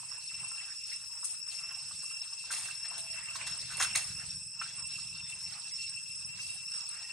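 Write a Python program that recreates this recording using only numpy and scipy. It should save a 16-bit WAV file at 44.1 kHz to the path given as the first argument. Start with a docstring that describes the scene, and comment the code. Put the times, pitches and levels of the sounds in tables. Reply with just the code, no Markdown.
"""Woods: a monkey and its baby walk from a stone slab onto grass and dry leaves under droning cicadas.
Feet are noise-struck knocks, leaves are crackles through resonances, snaps are millisecond noise bursts.
The woods answer with a short, soft echo. Cicadas are beating sines in four partials, faded by foliage.
Behind lie blurred insect bands, coloured noise for rumble, litter, an uneven mid-high floor and hiss,
faint gliding whistles and hoots, and the low throb of a distant motor made of low-passed thumps."""
import sys
import numpy as np
from scipy import signal
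from scipy.fft import rfft, irfft
from scipy.io import wavfile
from scipy.ndimage import uniform_filter1d

SR = 44100
rng = np.random.default_rng(int(sys.argv[2]) if len(sys.argv) > 2 else 0)


def materialize(psi):
    """Save the field psi as 16-bit PCM at rate SR to the path in sys.argv[1].

    A 1-D psi becomes a single channel; in a 2-D psi each row is a channel.
    """
    bounded = np.clip(np.atleast_2d(psi).T, -1, 1)
    quanta = np.round(bounded * 32767).astype(np.int16)
    wavfile.write(sys.argv[1], SR, quanta)


N = 313992
TIME = np.arange(N) / SR
FREQS = np.fft.rfftfreq(N, 1 / SR) + 1e-3  # offset keeps log finite

# Pan is left re right, positive = left. Spectra and resonances are relative.
# dry leaves crushed or brushed: t/s, crackle level/dB, leaf body level/dB, swell/s, decay/s, pan/dB
CRUNCHES = [(0.86, -49, -70, 0.0071, 0.027, 7), (0.92, -51, -73, 0.0073, 0.034, 7),
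            (1.237, -31.5, -69, 0.013, 0.014, 8), (1.29, -43.5, -57, .006, 0.052, 4),
            (1.463, -63, -59.5, 0.014, 0.13, 2), (2.505, -38, -43, 0.0088, 0.15, 1),
            (2.848, -68, -45.5, 0.012, 0.006, 5), (2.978, -43, -52, 0.0043, 0.01, 3),
            (3.352, -59, -40.5, 0.0056, 0.011, 1), (3.466, -43, -43, 0.0028, .035, -2),
            (3.69, -49, -49, 0.033, 0.076, 0), (3.771, -45, -50, 0.0055, 0.021, -10),
            (3.798, -40, -31.5, 0.004, 0.021, 4), (3.809, -30, -34, 0.022, 0.013, -2),
            (3.948, -28, -27.5, 0.011, 0.0079, 0.5), (3.968, -37.5, -40, 0.0031, 0.062, -2.5),
            (4.616, -52, -45, 0.0018, 0.013, 0), (4.66, -60, -64, 0.0078, 0.23, -5),
            (5.297, -46.5, -55.5, 0.0031, 0.014, -11)]
# thin leaf edges: f/Hz, width/Hz, gain/dB
LEAF_EDGE = [(7230, 3100, -9.5), (8540, 770, 1.5), (9180, 520, 2)]
# broad leaf blades: f/Hz, width/Hz, gain/dB
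LEAF_BODY = [(700, 180, -8), (915, 250, -2.5), (1220, 82, 4.5), (1570, 170, 0.5), (1890, 260, 1.5),
             (2230, 260, 2.5), (2500, 160, -1), (3400, 290, 3), (3830, 190, 3.5), (4380, 400, 5),
             (5370, 530, -6), (6560, 610, 4)]
# footfalls and knocks on stone, then on litter: t/s, level before trim/dB, f/Hz, contact/s, pan/dB
FOOTFALLS = [(0.027, -48, 1000, 0.0052, 2), (0.112, -51, 1140, 0.0052, 9), (0.311, -54, 1170, .004, 6),
             (0.427, -47.5, 1040, 0.0071, -2), (0.514, -47.5, 1150, 0.0024, 10),
             (0.606, -46, 2030, 0.0057, 2), (0.717, -49, 1860, .004, 7), (0.916, -41.5, 2000, 0.0053, 0),
             (1.228, -45.5, 1150, .005, -1), (1.631, -53, 1170, 0.0061, 5), (1.711, -50, 1070, 0.0069, 5),
             (1.909, -48.5, 1030, 0.005, 3), (2.028, -51, 1190, 0.007, 5), (2.111, -50.5, 1240, .004, -1),
             (2.32, -51.5, 1060, 0.0058, 6), (2.437, -52, 1060, 0.0048, 7), (2.5, -34, 1470, .006, 2),
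             (2.68, -42, 1460, 0.0048, 4), (2.844, -45, 1730, .004, -3), (2.912, -46, 970, .004, 10),
             (3.355, -39.5, 1220, 0.0031, -4), (3.411, -36.5, 2340, 0.0022, -2),
             (3.7, -37.5, 1400, 0.013, -2), (3.802, -26.5, 1400, 0.0022, 1),
             (3.803, -37.5, 710, 0.0052, -1), (3.808, -27, 1430, 0.004, -3),
             (3.85, -33.5, 1550, 0.0012, -1), (3.95, -31, 2130, .003, -7),
             (4.615, -31.5, 1430, 0.0028, -2.5), (4.618, -37, 2500, 0.0037, 2),
             (4.653, -43, 1520, 0.0051, -2), (4.781, -52, 1130, 0.0032, 6), (4.98, -51, 1300, 0.0055, 4),
             (5.583, -53, 1130, .004, 5), (5.709, -52.5, 2100, .004, 11), (6.384, -50, 1580, 0.0046, 0)]
# stems and leaf ribs snapping: t/s, peak level before trim/dB, pan/dB
STEM_SNAPS = [(1.2445, -30, 5), (1.2544, -21, 2), (2.517, -26, -8), (2.526, -22, -1.5), (2.541, -33, 2),
              (2.568, -32, -2), (2.589, -25, 0), (2.595, -26, 1), (2.611, -31, 2), (2.98, -26.5, -14),
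              (3.3648, -30, 3), (3.474, -27, -6), (3.754, -32, -5), (3.77, -23.5, -6), (3.8125, -17, -4),
              (3.822, -26, -3), (3.828, -22, -4), (3.841, -22, -4), (3.957, -22, -6), (3.9613, -15, -3),
              (3.975, -15.5, -5)]
# cicada partial 1, which fades the most: t/s, level before partial gain/dB
DRONE_FIRST = [(0.0, -64), (0.48, -49), (0.52, -56), (0.6, -46.5), (0.68, -61), (0.96, -53.5), (1.04, -70),
               (1.22, -63), (1.48, -62), (1.54, -54.5), (1.72, -52), (1.9, -65), (2.14, -50), (2.36, -64.5),
               (2.42, -50), (2.5, -61), (2.54, -44), (2.6, -60), (2.68, -48.5), (2.8, -59.5), (2.88, -51),
               (3.04, -58.5), (3.18, -46.5), (3.22, -62), (3.3, -45.5), (3.42, -65), (3.46, -49),
               (3.66, -61), (3.84, -39), (3.9, -53), (3.94, -41.5), (4.1, -62), (4.2, -52.5), (4.38, -81),
               (4.52, -69), (4.62, -49), (4.74, -60), (4.94, -49), (5.1, -62), (5.2, -46), (5.24, -67),
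               (5.32, -47), (5.42, -68), (5.48, -53.5), (5.54, -81), (5.66, -55.5), (5.76, -65),
               (5.82, -42), (5.9, -60.5), (5.98, -46), (6.04, -63), (6.1, -49), (6.18, -66.5), (6.34, -49),
               (7.02, -59.5), (7.11, -48)]
# cicada partial 2, piercing: t/s, level before partial gain/dB
DRONE_SECOND = [(0.0, -57), (0.06, -62), (0.12, -43.5), (0.2, -54), (0.3, -45), (0.48, -53), (0.52, -46),
                (0.6, -50.5), (0.84, -47), (0.96, -44.5), (1.0, -54), (1.1, -46.5), (1.38, -52),
                (1.42, -46), (1.68, -44.5), (1.94, -53.5), (2.0, -45.5), (2.14, -49.5), (2.18, -39),
                (2.28, -54), (2.34, -46.5), (2.5, -53), (2.54, -45.5), (2.64, -55), (2.86, -43.0),
                (3.02, -51), (3.1, -44.5), (3.2, -53), (3.34, -49), (3.4, -56.5), (3.54, -43.5),
                (3.76, -52), (3.82, -43.5), (4.12, -48.5), (4.2, -44), (4.26, -54), (4.3, -43),
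                (4.46, -55.5), (4.6, -44), (4.7, -54.5), (4.84, -44.5), (5.18, -49.5), (5.22, -45),
                (5.36, -55.5), (5.44, -43), (5.56, -51), (5.7, -50), (5.74, -42.5), (6.08, -51),
                (6.18, -46), (6.38, -53), (6.48, -47), (6.54, -57), (6.74, -42), (6.92, -48), (7.11, -50.5)]
# cicada partial 3, thin: t/s, level before partial gain/dB
DRONE_THIRD = [(0.0, -49), (0.22, -53.5), (0.46, -44.5), (0.86, -57), (0.96, -45), (1.02, -72), (1.1, -58),
               (1.22, -45), (1.32, -44), (1.44, -56), (1.48, -50), (1.74, -64), (1.78, -48.5),
               (2.82, -51.5), (2.9, -44.5), (2.96, -53), (3.02, -43), (3.08, -56), (3.12, -46.5),
               (3.74, -49), (3.8, -46.5), (3.94, -47), (4.5, -49), (4.58, -66), (4.64, -44), (4.72, -58),
               (4.78, -45), (5.2, -54), (5.34, -48), (5.42, -54), (5.48, -49), (6.26, -48.5), (6.32, -57),
               (6.52, -47), (6.68, -53), (6.76, -40), (6.84, -57), (6.88, -45), (7.08, -59), (7.11, -51)]
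# four partials through the foliage: gain/dB, random fading depth/dB, rasp depth (0-1), share of pan (0-1)
PARTIALS = [(2.77, 1.0, 0.34, 1), (2.5, 0.93, 0.3, 0.98), (1.43, 1.36, 0.02, 1), (0.5, 4, 0.6, 0.31)]
# place of the three lower partials as foliage shifts: t/s, pan 1/dB, pan 2/dB, pan 3/dB
DRONE_PLACE = [(0.0, 9, -9, -7), (0.2, 25, 1.0, -4), (0.28, -4, 1.5, -2.5), (0.48, 16, -1.5, -1),
               (1.13, -10, 4, -1.0), (1.25, 4.0, 2.0, 0), (1.47, -3.5, 4.5, 5), (1.55, 10.0, 6, 1.0),
               (1.86, -6, -6, 3), (2.04, 10, 3.0, -4), (2.14, -6, -3, 9), (2.28, 11, 6, 0.5),
               (2.7, -10, -1.0, 0.5), (2.74, 4.5, 3, -2.0), (4.96, 0, 0.5, -2.5), (5.02, 2, -3.0, -9),
               (5.47, 12, 4, -3), (5.51, 5, -12, 1), (6.13, 5, 8, -4), (6.21, 9, -5.0, -1.5),
               (6.45, 2, 2.5, -1), (6.5, 9, 2.0, -8), (7.08, 3, 1, 1.0), (7.12, 13.5, -2.5, -13)]
# farther, looser insect chorus: f/Hz, width/Hz, level/dB
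FAR_CHORUS = [(2617, 140, -61.5), (5170, 240, -53.5), (5490, 310, -59.5), (5990, 72, -66.5),
              (6420, 120, -73), (7867, 590, -52.5), (8580, 230, -68), (9100, 560, -68.5)]
# faint far whistles and hoots: t/s, length/s, start f/Hz, end f/Hz, level before blur/dB
WHISTLES = [(2.83, 0.42, 685, 645, -63), (3.22, 0.42, 635, 660, -65), (4.66, 0.12, 3420, 3400, -59),
            (5.13, 0.22, 3670, 3510, -55), (6.297, 0.344, 3870, 3830, -58), (6.93, 0.24, 1930, 1830, -60)]
# uneven mid-high noise floor, 3-5 kHz: t/s, level before trim/dB
MID_HIGH_LEVEL = [(0.0, -65), (0.32, -56.5), (0.36, -61), (0.6, -56.5), (0.84, -61.5), (0.88, -54),
                  (1.16, -66), (1.28, -60), (1.46, -74), (1.52, -52), (1.64, -66), (1.94, -55.5),
                  (2.2, -60), (2.48, -57), (2.7, -51.5), (2.82, -69), (2.98, -49), (3.02, -57), (3.3, -60),
                  (3.36, -52), (3.44, -55), (3.54, -50.5), (3.58, -54), (3.62, -49.5), (3.74, -53),
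                  (3.8, -68), (3.92, -49), (3.94, -67), (4.1, -57), (4.24, -58), (4.3, -52.5), (4.46, -69),
                  (4.58, -65), (4.66, -50), (4.82, -65), (4.9, -54.5), (5.34, -60), (5.52, -55),
                  (5.58, -59), (5.84, -54.5), (5.96, -61), (6.02, -58.5), (6.3, -65.5), (6.4, -52.5),
                  (6.6, -57), (6.66, -65.5), (6.76, -54), (7.11, -59.5)]
# mid-high colour: f/Hz, density/dB per Hz
MID_HIGH_COLOUR = [(1200, -36), (2400, -9), (3100, -6), (3700, -1), (4400, 1.5), (5000, 0.5), (6500, -2.5),
                   (12000, -52)]
# faint rustle of leaf litter: t/s, level before trim/dB
LITTER_LEVEL = [(0.0, -61.5), (0.3, -63.5), (0.42, -56.5), (0.74, -62), (0.84, -66.5), (0.96, -62.5),
                (1.2, -62.5), (1.26, -63), (1.42, -64.5), (1.48, -61.5), (1.84, -62), (1.96, -64.5),
                (2.42, -65.5), (2.5, -56.5), (2.68, -61), (2.78, -59.5), (3.04, -55.5), (3.22, -59.5),
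                (3.44, -50), (3.68, -57.5), (3.8, -51), (3.92, -50), (3.94, -48), (4.1, -59.5), (4.22, -56),
                (4.48, -72.5), (4.56, -66), (4.66, -56), (4.7, -60.5), (4.8, -54.5), (4.86, -69),
                (4.96, -60.5), (5.14, -61.5), (5.58, -59.5), (5.66, -62.5), (6.0, -67.5), (6.2, -68.5),
                (6.4, -60), (6.7, -67.5), (6.74, -59), (6.96, -62.5), (6.98, -56), (7.11, -59)]
# litter colour: f/Hz, density/dB per Hz
LITTER_COLOUR = [(250, -20), (500, -15.5), (680, -11.5), (900, -6), (1350, -3), (1650, -3), (2000, -5),
                 (2400, -5), (2900, -5), (3600, -12.5), (8000, -26), (12000, -43)]
# high hiss: t/s, level before trim/dB
HISS_LEVEL = [(0.0, -52), (0.94, -52.5), (1.02, -53), (1.34, -52), (1.44, -60), (1.56, -45.5), (1.7, -55),
              (2.1, -48.5), (2.2, -55.5), (2.68, -52), (2.94, -63), (2.98, -49), (3.2, -55), (3.38, -46.5),
              (3.44, -56), (3.46, -52), (3.68, -49), (3.8, -59), (3.92, -48), (3.94, -50), (4.12, -48.5),
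              (4.56, -59.5), (5.0, -53), (5.26, -63), (5.3, -52.5), (5.68, -55), (6.1, -52), (6.3, -59.5),
              (6.46, -49), (6.68, -56.5), (6.78, -51.5), (7.11, -56)]
# hiss colour: f/Hz, density/dB per Hz
HISS_COLOUR = [(3500, -31.5), (4700, -14), (5600, -7.5), (6200, -7.5), (7200, -3.5), (8350, 2), (8900, -1),
               (9500, -6), (10200, -7), (10600, -9), (10900, -8), (11400, -21.5), (12200, -34.5),
               (13800, -30), (15000, -50)]
# low rumble, also the motor's reference: t/s, level before trim/dB
RUMBLE_LEVEL = [(0.0, -65), (0.29, -69), (0.42, -57.5), (0.54, -71.5), (1.81, -68.5), (1.89, -61),
                (2.15, -73), (2.71, -64.5), (2.8, -70.5), (3.16, -61.5), (3.25, -63.5), (3.56, -58.5),
                (4.33, -57), (4.55, -67), (5.0, -60), (5.65, -66), (6.38, -63), (7.12, -70)]
# rumble colour: f/Hz, density/dB per Hz
RUMBLE_COLOUR = [(15, -43), (25, -20), (75, 0.5), (119, 0.5), (184, -5), (262, -20), (420, -22), (550, -55),
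                 (920, -120)]
# likeness of the ears in diffuse noise: f/Hz, correlation (-1 to 1)
LIKENESS = [(60, 0.78), (180, 0.86), (350, 0.35), (650, 0.32), (900, 0.75), (1400, 0.62), (2500, 0.55),
            (3800, 0.15), (5200, 0.49), (7000, 0), (9000, 0), (14000, 0)]
# far motor speed, slackening near the end: t/s, firing rate/Hz
MOTOR_SPEED = [(0, 21.6), (3.0, 21.7), (4.2, 22.2), (5.2, 21.9), (5.6, 21.2), (6.0, 20.0), (6.4, 19.5),
               (7.12, 19.5)]
# motor level re RUMBLE_LEVEL: t/s, level/dB
MOTOR_SHARE = [(0, -7.5), (3.2, -5.5), (4.2, -1.5), (5.3, -2), (6.4, -5), (7.12, -6)]
# boom of the far motor: f/Hz, width/Hz, gain/dB
MOTOR_BODY = [(120.5, 104, 0)]

WOODS_T60_S, WOODS_DB = 0.18, -6


def crunches(clump_db=2.0, fold_db=2.0):
    """Weight comes onto a leaf, it crackles in clumps, and the crackle dies away."""
    edge = crackle(LEAF_EDGE, per_s=1600, size_db=3.0, shared=0.1)
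    edge = cut(edge, 10600, "low", order=6)
    edge = rms_one(cut(edge, 3800, "high") * from_db(clump_db * drift(120)))
    body = crackle(LEAF_BODY, per_s=3500, size_db=1.0, shared=1.0)
    body = cut(body, 515, "high", order=4)
    body = rms_one(body * from_db(fold_db * drift(150)))
    out = np.zeros((2, N))
    t = TIME[:SR // 2]
    for start_s, edge_db, body_db, swell_s, decay_s, pan_db in CRUNCHES:
        start = round(start_s * SR)
        at = slice(start, start + SR // 2)
        press = np.minimum(t / swell_s, 1) * np.exp(-np.maximum(t - swell_s, 0) / decay_s)
        leaf = from_db(edge_db) * edge[:, at] + from_db(body_db) * body[:, at]
        add(out, start_s, panned(press * leaf, pan_db))
    return out


def crackle(modes, per_s, size_db, shared):
    """Tiny fractures of uneven size each ring one leaf resonance; a share reaches both ears alike."""
    sizes = from_db(size_db * np.minimum(rng.exponential(1, (3, N)), 3))
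    sizes = sizes * rng.choice([-1, 1], (3, N))
    clicks = sizes * (rng.random((3, N)) < per_s / SR)
    ears = np.sqrt(shared) * clicks[0] + np.sqrt(1 - shared) * clicks[1:]
    dealt = rng.integers(0, len(modes), N)  # mode rung by each click
    rung = 0
    for k, mode in enumerate(modes):
        rung = rung + resonate(ears * (dealt == k) + 1e-18, [mode])
    return rms_one(rung)


def pats(trim_db=-12.5, width_hz=480):
    """A soft foot lands over a few milliseconds and knocks the ground at one dull pitch."""
    out = np.zeros((2, N))
    for start_s, level_db, pitch_hz, contact_s, pan_db in FOOTFALLS:
        pat = from_db(level_db + trim_db) * knock(pitch_hz, width_hz, contact_s)
        add(out, start_s - .001, panned(pat, pan_db))
    return out


def knock(pitch_hz, width_hz, contact_s):
    """A brief rubbing contact rings at one pitch; rms 1 over 40 ms."""
    t, mode = TIME[:SR // 25], [(pitch_hz, width_hz, 0)]
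    touch = rng.standard_normal(len(t)) * t * np.exp(-t / contact_s)
    return rms_one(resonate(resonate(touch, mode), mode))


def snaps(trim_db=-4, decay_s=0.0011):
    """A stem breaks in about a millisecond: a noise burst through the leaf-edge resonances."""
    out, t = np.zeros((2, N)), TIME[:SR // 50]
    for start_s, peak_db, pan_db in STEM_SNAPS:
        burst = rng.standard_normal(len(t)) * np.exp(-t / decay_s)
        crack = cut(resonate(burst, LEAF_EDGE), 10600, "low", order=6)
        crack = crack / np.abs(crack).max()
        add(out, start_s, panned(from_db(peak_db + trim_db) * crack, pan_db))
    return out


def cicadas(count=6, pitch_hz=2699, spread_hz=11, waver_hz=12, farther_db=1.0,
            flutter_db=2.0, sway_rad=0.81, ear_lag_s=.00003, top_db=-67):
    """Singers near one pitch, each farther, beat; swaying foliage fades and shifts each partial."""
    offsets = np.linspace(1, -1, count)
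    pitches_hz = [pitch_hz + spread_hz * offset + waver_hz * drift(40) for offset in offsets]
    phases = 2 * np.pi * np.cumsum(pitches_hz, axis=1) / SR
    nearness = from_db(-farther_db * np.arange(count))
    sway = sway_rad * np.array([drift(1.66) for singer in range(count)])
    levels_db = in_time(DRONE_FIRST) + in_time(DRONE_SECOND) + in_time(DRONE_THIRD) + [top_db]
    pans_db = in_time(DRONE_PLACE)
    pans_db = pans_db + pans_db[-1:]  # top partial follows the third
    out = 0
    for k, (level_db, pan_db, partial) in enumerate(zip(levels_db, pans_db, PARTIALS), 1):
        gain_db, fading_db, rasp, pan_share = partial
        lag = 2 * np.pi * k * pitch_hz * ear_lag_s  # right ear later: singers a little to the left
        left = nearness @ np.sin(k * phases)
        right = nearness @ np.sin(k * phases - lag + sway)
        # uneven tymbal strokes roughen the tone
        buzz = from_db(flutter_db * drift(43)) * (1 + rasp * drift(230))
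        tone = panned(np.array([left, right]) * buzz, pan_share * pan_db)
        # level out over 1/14 s, so the level curve rules the slow swells
        local_rms = np.sqrt(uniform_filter1d(np.mean(tone ** 2, axis=0), SR // 14) + 1e-9)
        out = out + from_db(level_db + gain_db + fading_db * drift(17)) * tone / local_rms
    return out


def far_chorus(swell_db=1.8):
    """Many distant insects blur into broad humming bands that hardly swell."""
    out = 0
    for centre_hz, width_hz, level_db in FAR_CHORUS:
        band = diffuse(1 / (1 + np.abs(2 * (FREQS - centre_hz) / width_hz) ** 3))
        out = out + from_db(level_db + swell_db * drift(17.0)) * band
    return out


def whistles(blur_hz=30, direct=0.43):
    """Thin gliding notes; most of their sound is scattered by the trees, which blurs the pitch."""
    out = np.zeros((1, N))
    in_step, across = direct + drift(blur_hz) / 2, drift(blur_hz) / 2
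    for start_s, length_s, start_hz, end_hz, level_db in WHISTLES:
        size = int(length_s * SR)
        phase = 2 * np.pi * np.cumsum(np.linspace(start_hz, end_hz, size)) / SR
        at = (round(start_s * SR) + np.arange(size)) % N
        note = in_step[at] * np.sin(phase) + across[at] * np.cos(phase)
        add(out, start_s, from_db(level_db) * signal.windows.tukey(size, .5) * note)
    return out


def mid_high_floor(trim_db=2.0, flicker_db=1.87):
    """Mid-high coloured noise with fast gaps and flicker in each band."""
    level_db = in_time(MID_HIGH_LEVEL)[0] + trim_db + flicker_db * drift(19)
    noise = diffuse(from_db(over_hz(MID_HIGH_COLOUR)))
    return from_db(level_db) * patchy(noise, depth_db=3.5, corner_hz=27.0, count=20)


def litter(trim_db=0.5, stir_db=1.87, grain_db=1.0):
    """Restless leaf litter: patchy coloured noise with a slow stir and a fast grain."""
    level_db = in_time(LITTER_LEVEL)[0] + trim_db + stir_db * drift(7.8) + grain_db * drift(84)
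    leaves = patchy(diffuse(from_db(over_hz(LITTER_COLOUR))), depth_db=4.0, corner_hz=9.8)
    return from_db(level_db) * panned(leaves, pan_db=1.0)


def hiss(trim_db=1.5):
    """Hiss of far insects: high coloured noise, patchy over the spectrum."""
    air = patchy(diffuse(from_db(over_hz(HISS_COLOUR))), depth_db=2.5, corner_hz=13.7)
    return from_db(in_time(HISS_LEVEL)[0] + trim_db) * air


def rumble(trim_db=-3.5, throb_db=2.0):
    """Low rumble: bass-heavy noise with an irregular throb."""
    level_db = in_time(RUMBLE_LEVEL)[0] + trim_db + throb_db * drift(12)
    return from_db(level_db) * panned(diffuse(from_db(over_hz(RUMBLE_COLOUR))), pan_db=-2.0)


def motor(uneven_db=2.0, echo_db=-5):
    """Regular thumps, like an idling engine; only the bass carries, smeared, through the trees."""
    firings_per_s, share_db = in_time(MOTOR_SPEED) + in_time(MOTOR_SHARE)
    turns = np.floor(np.cumsum(firings_per_s) / SR)
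    thumps = np.diff(turns, prepend=0) * from_db(uneven_db * drift(23)) + 1e-18
    thumps = thumps + from_db(echo_db) * woods(thumps, WOODS_T60_S)[0]
    boom = resonate(resonate(thumps, MOTOR_BODY), MOTOR_BODY)
    chug = rms_one(cut(boom, 197, "low", order=6))
    return from_db(in_time(RUMBLE_LEVEL)[0] + share_db) * panned(chug, pan_db=0.2)


def woods(x, t60_s):
    """Scatter from trunks and foliage: a dying cloud of echoes, different at each ear."""
    t = TIME[:SR]
    echoes = rng.standard_normal((2, SR)) * from_db(-60 * t / t60_s)
    echoes *= 1 - np.exp(-t / 0.0045)  # soft onset
    echoes /= np.sqrt(np.sum(echoes ** 2, axis=1, keepdims=True))
    return signal.fftconvolve(np.atleast_2d(x), echoes, axes=1)[:, :N]


def diffuse(gain):
    """Stereo noise of a given colour, ears correlated as in LIKENESS; rms 1."""
    alike = np.clip(over_hz(LIKENESS), -1, 1)
    mid, side = rfft(rng.standard_normal((2, N)))
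    mid = np.sqrt(1 + alike) * mid
    side = np.sqrt(1 - alike) * side
    return rms_one(irfft(gain * (mid + side * [[1], [-1]]), N))


def patchy(x, depth_db, corner_hz, count=12):
    """Each part of the spectrum flickers on its own; rms 1."""
    spectrum, centres = rfft(x), np.log(np.geomspace(600, 9000, count))
    out = 0
    for share in np.eye(count):  # overlapping triangular bands on a log axis
        band = irfft(spectrum * np.interp(np.log(FREQS), centres, share), N)
        out = out + band * from_db(depth_db * drift(corner_hz))
    return rms_one(out)


def resonate(x, modes):
    """Parallel two-pole resonances with alternating signs."""
    out = 0
    for k, (centre_hz, width_hz, gain_db) in enumerate(modes):
        r = np.exp(-np.pi * width_hz / SR)
        poles = [1, -2 * r * np.cos(2 * np.pi * centre_hz / SR), r * r]
        gain = (-1) ** k * from_db(gain_db) * (1 - r * r) / 2
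        out = out + gain * signal.lfilter([1, 0, -1], poles, x)
    return out


def cut(x, corner_hz, kind, order=2):
    """Butterworth high- or low-pass."""
    sos = signal.butter(order, min(corner_hz, .45 * SR), kind, fs=SR, output="sos")
    return signal.sosfilt(sos, x)


def drift(corner_hz):
    """Slow chance with spread 1: noise at SR/40 through a double one-pole low-pass."""
    r = np.exp(-80 * np.pi * corner_hz / SR)
    noise = rng.standard_normal(N // 40 + 2002)
    slow = signal.lfilter([1], [1, -2 * r, r * r], noise)[2000:]  # drop the filter's run-in
    return np.interp(np.arange(N) / 40, np.arange(len(slow)), rms_one(slow))


def in_time(rows):
    """Each column of a curve at every sample."""
    t_s, *columns = np.transpose(rows)
    return [np.interp(TIME, t_s, column) for column in columns]


def over_hz(points):
    """A short spectrum joined on a log-frequency axis."""
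    f_hz, value = np.transpose(points)
    return np.interp(np.log(FREQS), np.log(f_hz), value)


def from_db(db):
    """Decibels to gain."""
    return 10 ** (np.asarray(db) / 20)


def rms_one(x):
    """Scale to rms 1."""
    return x / np.sqrt(np.mean(x ** 2) + 1e-20)


def panned(x, pan_db):
    """Split a level difference between left and right."""
    return x * from_db(np.array([[.5], [-.5]]) * pan_db)


def add(out, start_s, x):
    """Mix a short sound in at a time."""
    start = max(round(start_s * SR), 0)
    out[:, start:start + x.shape[-1]] += x[..., :N - start]


def scene():
    """Near footsteps with their echo, inside the insect chorus."""
    steps = crunches() + pats() + snaps()
    echo = from_db(WOODS_DB) * woods(steps, WOODS_T60_S)
    insects = cicadas() + far_chorus()
    background = whistles() + mid_high_floor() + litter() + hiss() + rumble() + motor()
    return steps + echo + insects + background


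def record(dry):
    """The top is cut steeply: 70 dB down from 15.7 kHz."""
    return signal.sosfilt(signal.cheby2(14, 70, 15700, fs=SR, output="sos"), dry)


dry = scene()
out = record(dry)
materialize(out)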